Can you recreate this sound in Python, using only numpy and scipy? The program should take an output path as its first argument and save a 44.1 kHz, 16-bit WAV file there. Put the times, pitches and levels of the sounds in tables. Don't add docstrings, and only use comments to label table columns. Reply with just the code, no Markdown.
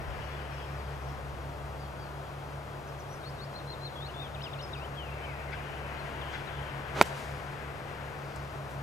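import sys
import numpy as np
from scipy import signal
from scipy.fft import rfft, irfft
from scipy.io import wavfile
from scipy.ndimage import uniform_filter1d

SR = 44100
rng = np.random.default_rng(int(sys.argv[2]) if len(sys.argv) > 2 else 0)


def wav_out(sig):
    wavfile.write(sys.argv[1], SR, np.round(np.clip(np.atleast_2d(sig).T, -1, 1) * 32767).astype(np.int16))


N = 389378
TIME = np.arange(N) / SR
HZ = np.fft.rfftfreq(N, 1 / SR)
BURST_HZ = np.arange(SR // 2 + 1) + 1.


def gain_of(db):
    return 10 ** (np.asarray(db) / 20)


def unit_rms(x):
    return x / np.sqrt(np.mean(x ** 2) + 1e-20)


def curve_at(points, hz):
    point_hz, value = np.transpose(points)
    return np.interp(np.log(hz + 1), np.log(point_hz + 1), value)


def add(mix, start_s, sound):
    part = mix[..., round(start_s * SR):][..., :sound.shape[-1]]
    part += sound[..., :part.shape[-1]]


def panned(left_db):
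    return gain_of(np.array([np.atleast_1d(left_db), -np.atleast_1d(left_db)]) / 2)


def drift(rate_hz):
    return unit_rms(irfft(rfft(rng.standard_normal(N)) / (1 + (HZ / rate_hz) ** 4), N))


def noise_pair(bins, coherence):
    a, b, c, d = rng.standard_normal((bins, 4)).T
    left, independent = a + 1j * b, c + 1j * d
    shared = np.clip(coherence, 0, 1)
    return np.array([left, shared * left + np.sqrt(1 - shared ** 2) * independent])


def background(spectrum, leftness):
    coherence = [(35, .4), (80, 1.04), (170, 0.43), (280, 0.7), (750, 0.93), (1100, 0.8), (1600, 0.36),
                 (2200, 0.2), (2600, 0.8), (3500, -0.24), (4800, 0.7), (6500, 0.84), (15000, 1.1)]
    balance = [(200, -0.7), (450, 3), (750, 4), (1000, 6), (2000, 8), (3300, 5), (4300, 1), (6000, -0.5)]
    phase_lead = [(60, -0.14), (200, 0.4), (450, 0.53), (850, 1.31), (1600, 1.12), (2400, -0.18),
                  (3000, 0.59), (3900, -1.2), (5000, -0.75), (6500, 0)]
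    pair = noise_pair(len(HZ), curve_at(coherence, HZ)) * panned(leftness * curve_at(balance, HZ))
    pair[0] *= np.exp(1j * curve_at(phase_lead, HZ))
    return unit_rms(irfft(pair * gain_of(curve_at(spectrum, HZ)), N))


def swells_db(swells):
    return sum(db * np.exp(-((TIME - peak_s) / half_width_s) ** 2) for peak_s, half_width_s, db in swells)


def air():
    floor_spectrum = [(20, -16), (45, -2), (110, 5), (225, -5.5), (410, .5), (480, -0.5), (650, 2),
                      (1050, -2.5), (1500, -7), (1750, -13), (2600, -16.5), (3700, -20), (4900, -23.5),
                      (8000, -30.2), (13500, -34.5), (15800, -36)]
    rush_spectrum = [(150, 0.5), (350, 0.5), (480, 3.8), (950, 2), (1200, 0), (1500, 3), (1800, 0),
                     (2300, -3.5), (2800, -7), (3200, -9.5), (4000, -14.5), (6000, -24), (10000, -31.5),
                     (16000, -36)]
    gusts = [(0, 1.24, 8.3), (6.55, 1.71, 11.5), (8.3, 0.85, 3)]
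    floor_db, lull_db = -43, -53.5
    floor = background(floor_spectrum, leftness=0.76) * gain_of(floor_db + 0.36 * drift(rate_hz=11))
    rush_db = lull_db + swells_db(gusts) + 0.64 * drift(rate_hz=15)
    return floor + gain_of(rush_db) * background(rush_spectrum, leftness=1.6)


def buffeting(centre_hz, octaves, calm_db):
    puffs = [(.1, 0.17, 21), (1.2, 0.65, 11), (6.2, 0.9, 7)]
    band = np.exp(-(np.log2((HZ + 1) / centre_hz) / octaves) ** 2 / 2)
    rumble = unit_rms(irfft(noise_pair(len(HZ), coherence=0) * band, N))
    return rumble * gain_of(calm_db + swells_db(puffs))


def engine(firing_hz, firing_db, third_db, octave_db, sixth_db):
    shaft_rad = np.pi * firing_hz * TIME
    orders = [(2, firing_db), (3, third_db), (4, octave_db), (6, sixth_db)]
    tones = (gain_of(db + 0.66 * drift(rate_hz=3.4)) * np.cos(order * shaft_rad) for order, db in orders)
    return np.sqrt(2) * sum(tones)


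def engine_hum():
    fading = [(0, -46, -62), (0.9, -42, -45.5), (2.2, -48.1, -59), (3.6, -55.1, -50), (5.2, -45.0, -50.5),
              (5.8, -47.5, -60), (6.9, -49, -45), (7.9, -53, -58.3), (8.83, -49, -44)]
    time_s, *levels = np.transpose(fading)
    firing_db, octave_db = (np.interp(TIME, time_s, level) for level in levels)
    first = engine(firing_hz=68.0, firing_db=firing_db, third_db=-57.5, octave_db=octave_db, sixth_db=-63.5)
    second = engine(firing_hz=70.73, firing_db=-58.5, third_db=-69, octave_db=-47.5, sixth_db=-70)
    return first + second


def whine(pitch_hz, level_db, fade_db_per_s):
    phase = 2 * np.pi * pitch_hz * TIME
    tone = unit_rms(drift(rate_hz=30) * np.cos(phase) + drift(rate_hz=27) * np.sin(phase))
    return gain_of(level_db - fade_db_per_s * TIME) * tone * panned(7.4)


def forest_echoes(sound, t60_s):
    t = TIME[:SR]
    taps = rng.standard_normal((2, SR)) * (rng.random((2, SR)) < .05)
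    response = taps * (1 - np.exp(-t / 0.033)) * gain_of(-60 * t / t60_s)
    return signal.fftconvolve(sound[None], response / np.linalg.norm(response[0]), axes=1)[:, :N]


def far_birds():
    # first_s, last_s, pitch_hz, chirps_per_s, level_db
    bouts = [(0, .6, 2850, 70, -55.5), (0, 1.1, 5000, 50, -63.5), (5, 5.9, 2400, 70, -51.5),
             (5.6, 7.1, 3000, 40, -53.5), (3, 3.2, 9700, 40, -66)]
    chirps, t = np.zeros(N), np.arange(0, .05, 1 / SR)
    for first_s, last_s, pitch_hz, chirps_per_s, level_db in bouts:
        count = round(chirps_per_s * (last_s - first_s))
        for when, detune, glide in rng.uniform(-1, 1, size=(60, 3))[:count]:
            cycles = np.cumsum(pitch_hz * (1 + .14 * detune + 3.48 * glide * t)) / SR
            start_s = np.interp(when, [-1, 1], [first_s, last_s])
            add(chirps, start_s, gain_of(level_db) * np.hanning(len(t)) * np.sin(2 * np.pi * cycles))
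    return forest_echoes(chirps, t60_s=0.32) * panned(5.6)


def birdsong(echo_db):
    syllables = { "slur": [(0, 1.05, -7), (.45, 1, 0.5), (1, .88, -6)], "drop": [(0, 1.1, -6), (.3, 1, 0.5),
                 (1, .75, -8)], "arch": [(0, .95, -12), (.4, .97, -3), (.62, 1.01, -1), (1, .81, -11)],
                 "rise": [(0, .92, -2), (.3, .88, -6), (.75, 1.05, -1), (1, 1.24, -8)],
                 "hook": [(0, 1.03, -11), (.35, .82, -9), (.54, .98, -0.5), (.8, 1.02, -2), (1, 1.33, -10)],
                 "scoop": [(0, 1.55, 1), (.08, 1.6, 7), (.23, 1.06, -4), (.42, 1, -9), (.75, 1.16, -1.5),
                 (1, 1.36, -2)], "flick": [(0, .63, 2), (.27, 1.05, -6), (.6, 1, 0), (1, .95, -4)]}
    # start_s, length_s, pitch_hz, level_db, syllable
    notes = [ (.77, .08, 4650, -60, "drop"), (1.785, .085, 4750, -58, "slur"),
             (1.985, .1, 4680, -59, "slur"), (2.865, .045, 6150, -56, "drop"),
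             (2.985, .05, 6200, -55, "drop"), (3.085, 0.082, 5950, -51.5, "arch"),
             (3.211, .097, 4400, -47, "hook"), (3.365, .094, 4360, -46, "hook"),
             (3.533, 0.076, 4290, -46, "arch"), (3.67, 0.081, 4260, -40.5, "arch"),
             (3.808, .085, 4250, -41, "arch"), (3.953, .13, 3710, -43.5, "rise"),
             (4.083, 0.028, 3000, -47, "arch"), (4.134, 0.15, 3660, -42.5, "arch"),
             (4.215, 0.033, 2600, -51, "arch"), (4.343, 0.084, 2400, -48.5, "scoop"),
             (4.418, 0.041, 5090, -46, "flick"), (4.434, .018, 3700, -41.5, "arch"),
             (4.452, 0.033, 3100, -43.5, "drop"), (4.528, 0.091, 2380, -47, "scoop"),
             (4.585, .035, 3980, -46.5, "drop"), (4.608, 0.049, 5150, -45.5, "flick"),
             (4.726, .14, 2430, -47, "scoop"), (4.76, .045, 4950, -54, "arch"),
             (4.956, .15, 3120, -46, "drop"), (5.113, .04, 2750, -46.5, "arch"),
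             (5.219, .05, 3100, -46.5, "arch"), (5.262, .08, 2230, -49.5, "slur"),
             (5.965, .057, 4200, -54, "flick"), (6.211, .03, 3400, -45, "drop"),
             (6.336, .03, 3950, -46, "drop"), (6.47, .035, 3800, -48, "drop")]
    balance = [(3600, 8.7), (4200, 6.6), (5100, 2)]
    phase_lead = [(2400, 1), (2900, 1.5), (3600, 3.1), (4200, 4.35), (6000, 4.9)]
    song = np.zeros(N)
    waver = 1 + 0.0083 * drift(rate_hz=140)
    flutter = gain_of(2.5 * drift(rate_hz=67))
    for start_s, length_s, pitch_hz, level_db, syllable in notes:
        t = np.arange(0, length_s, 1 / SR)
        span = round(start_s * SR) + np.arange(len(t))
        share, ratio, shape_db = np.transpose(syllables[syllable])
        glide_hz = pitch_hz * uniform_filter1d(np.interp(t / length_s, share, ratio), size=len(t) // 12)
        contour_db = level_db + np.interp(t / length_s, share, shape_db)
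        envelope = gain_of(contour_db) * signal.windows.tukey(len(t), .15)
        cycles = np.cumsum(glide_hz * waver[span]) / SR
        add(song, start_s, envelope * flutter[span] * np.sin(2 * np.pi * cycles))
    direct = rfft(song) * panned(curve_at(balance, HZ))
    direct[1] *= np.exp(-1j * curve_at(phase_lead, HZ))
    return irfft(direct, N) + gain_of(echo_db) * forest_echoes(song, t60_s=0.5)


def burst(rise_s, t60_s, level_db, spectrum):
    t = TIME[:SR]
    noise = unit_rms(irfft(noise_pair(len(BURST_HZ), coherence=0.9) * spectrum, SR))
    return noise * np.minimum(t / rise_s, 1) * gain_of(level_db - 60 * np.maximum(t - rise_s, 0) / t60_s)


def clacks():
    knocks = [(5.533, .018, 0.13, -39.5), (6.338, .02, 0.24, -43.5)]
    resonances = [(1540, 220, 2), (2210, 540, 0), (3270, 410, -10), (4850, 700, -19)]
    body = sum(gain_of(db) / (1 + (2 * (BURST_HZ - hz) / width) ** 2) for hz, width, db in resonances)
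    out = np.zeros((2, N))
    for peak_s, rise_s, t60_s, level_db in knocks:
        add(out, peak_s - rise_s, burst(rise_s, t60_s, level_db, body) * panned(11))
    return out


def band_bursts(events):
    out = np.zeros((2, N))
    for peak_s, rise_s, t60_s, level_db, centre_hz, width_octaves, left_db in events:
        band = np.exp(-(np.log2(BURST_HZ / centre_hz) / width_octaves) ** 2 / 2) / np.sqrt(BURST_HZ)
        add(out, peak_s - rise_s, burst(rise_s, t60_s, level_db, band) * panned(left_db))
    return out


def clothes_rustle():
    # peak_s, rise_s, t60_s, level_db, centre_hz, width_octaves, left_db
    rustles = [(6.33, .02, .4, -57, 5200, .4, 1), (8.361, 0.004, .04, -50.5, 7000, .7, -1),
               (8.38, .4, 1.7, -64, 5000, .35, 0), (8.71, 0.027, .25, -61, 7000, .9, 0)]
    return band_bursts(rustles)


def club_stroke():
    # peak_s, rise_s, t60_s, level_db, centre_hz, width_octaves, left_db
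    stages = [ (6.985, .05, 0.19, -32, 774, 1.3, -1.5), (7.003, 0.067, .09, -41.5, 3200, 1.05, -1.5),
              (7.014, .03, .05, -33, 510, .25, -4), (7.015, .006, .06, -29, 185, 0.29, -1),
              (7.0175, 0.00303, 0.036, -21.5, 650, 1.5, -3), (7.015, .0015, 0.047, -29.5, 6000, 2, -3),
              (7.0245, .0005, .012, -27, 13000, 1.2, -8), (7.025, .004, 0.039, -35, 3300, 0.87, -3),
              (7.061, 0.027, 0.25, -49, 6300, 0.79, 2), (7.19, .11, 1.15, -52.5, 4800, 1.05, -1)]
    return band_bursts(stages)


def ball_strike(start_s, gain_db, contact_hz, echo_db):
    modes = [(215, -20, 0.028), (451.0, -33, 0.071), (704, -30, 0.045), (1040, 0, 0.0098), (1400, 1, 0.017),
             (1790, 3, 0.0029), (2300, -3, 0.0059), (3299.0, -2.5, 0.0034), (3781.0, -13, 0.01),
             (4615.0, -9, 0.0035), (6171.0, -31, 0.018), (7635.0, -32, 0.0096)]
    reflections = [(.000724, -5), (.001157, -17)]
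    t, click = TIME[:SR // 4], np.zeros(N)
    ring = sum(gain_of(db - 60 * t / t60_s) * np.sin(2 * np.pi * hz * t) for hz, db, t60_s in modes)
    ring = gain_of(gain_db) * signal.lfilter(*signal.butter(2, contact_hz, fs=SR), ring)
    add(click, start_s, ring)
    for delay_s, db in reflections:
        add(click, start_s + delay_s, -gain_of(db) * ring)
    direct = np.array([np.roll(click, 1), click]) * panned(-3.2)
    return direct + gain_of(echo_db) * forest_echoes(click, t60_s=0.97)


def scene():
    birds = birdsong(echo_db=-11.5) + far_birds()
    golfer = club_stroke() + clothes_rustle()
    click = ball_strike(start_s=7.01295, gain_db=-0.6, contact_hz=7000, echo_db=-28)
    wind = air() + buffeting(centre_hz=64, octaves=.38, calm_db=-63)
    drones = engine_hum() + whine(pitch_hz=3280, level_db=-70, fade_db_per_s=1.2)
    return wind + drones + birds + clacks() + golfer + click


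def record(dry):
    cutoff_hz = 15600
    low_pass = signal.firwin(511, cutoff_hz, window=("kaiser", 9), fs=SR)
    return signal.oaconvolve(np.tanh(dry), low_pass[None], "same")


dry = scene()
out = record(dry)
wav_out(out)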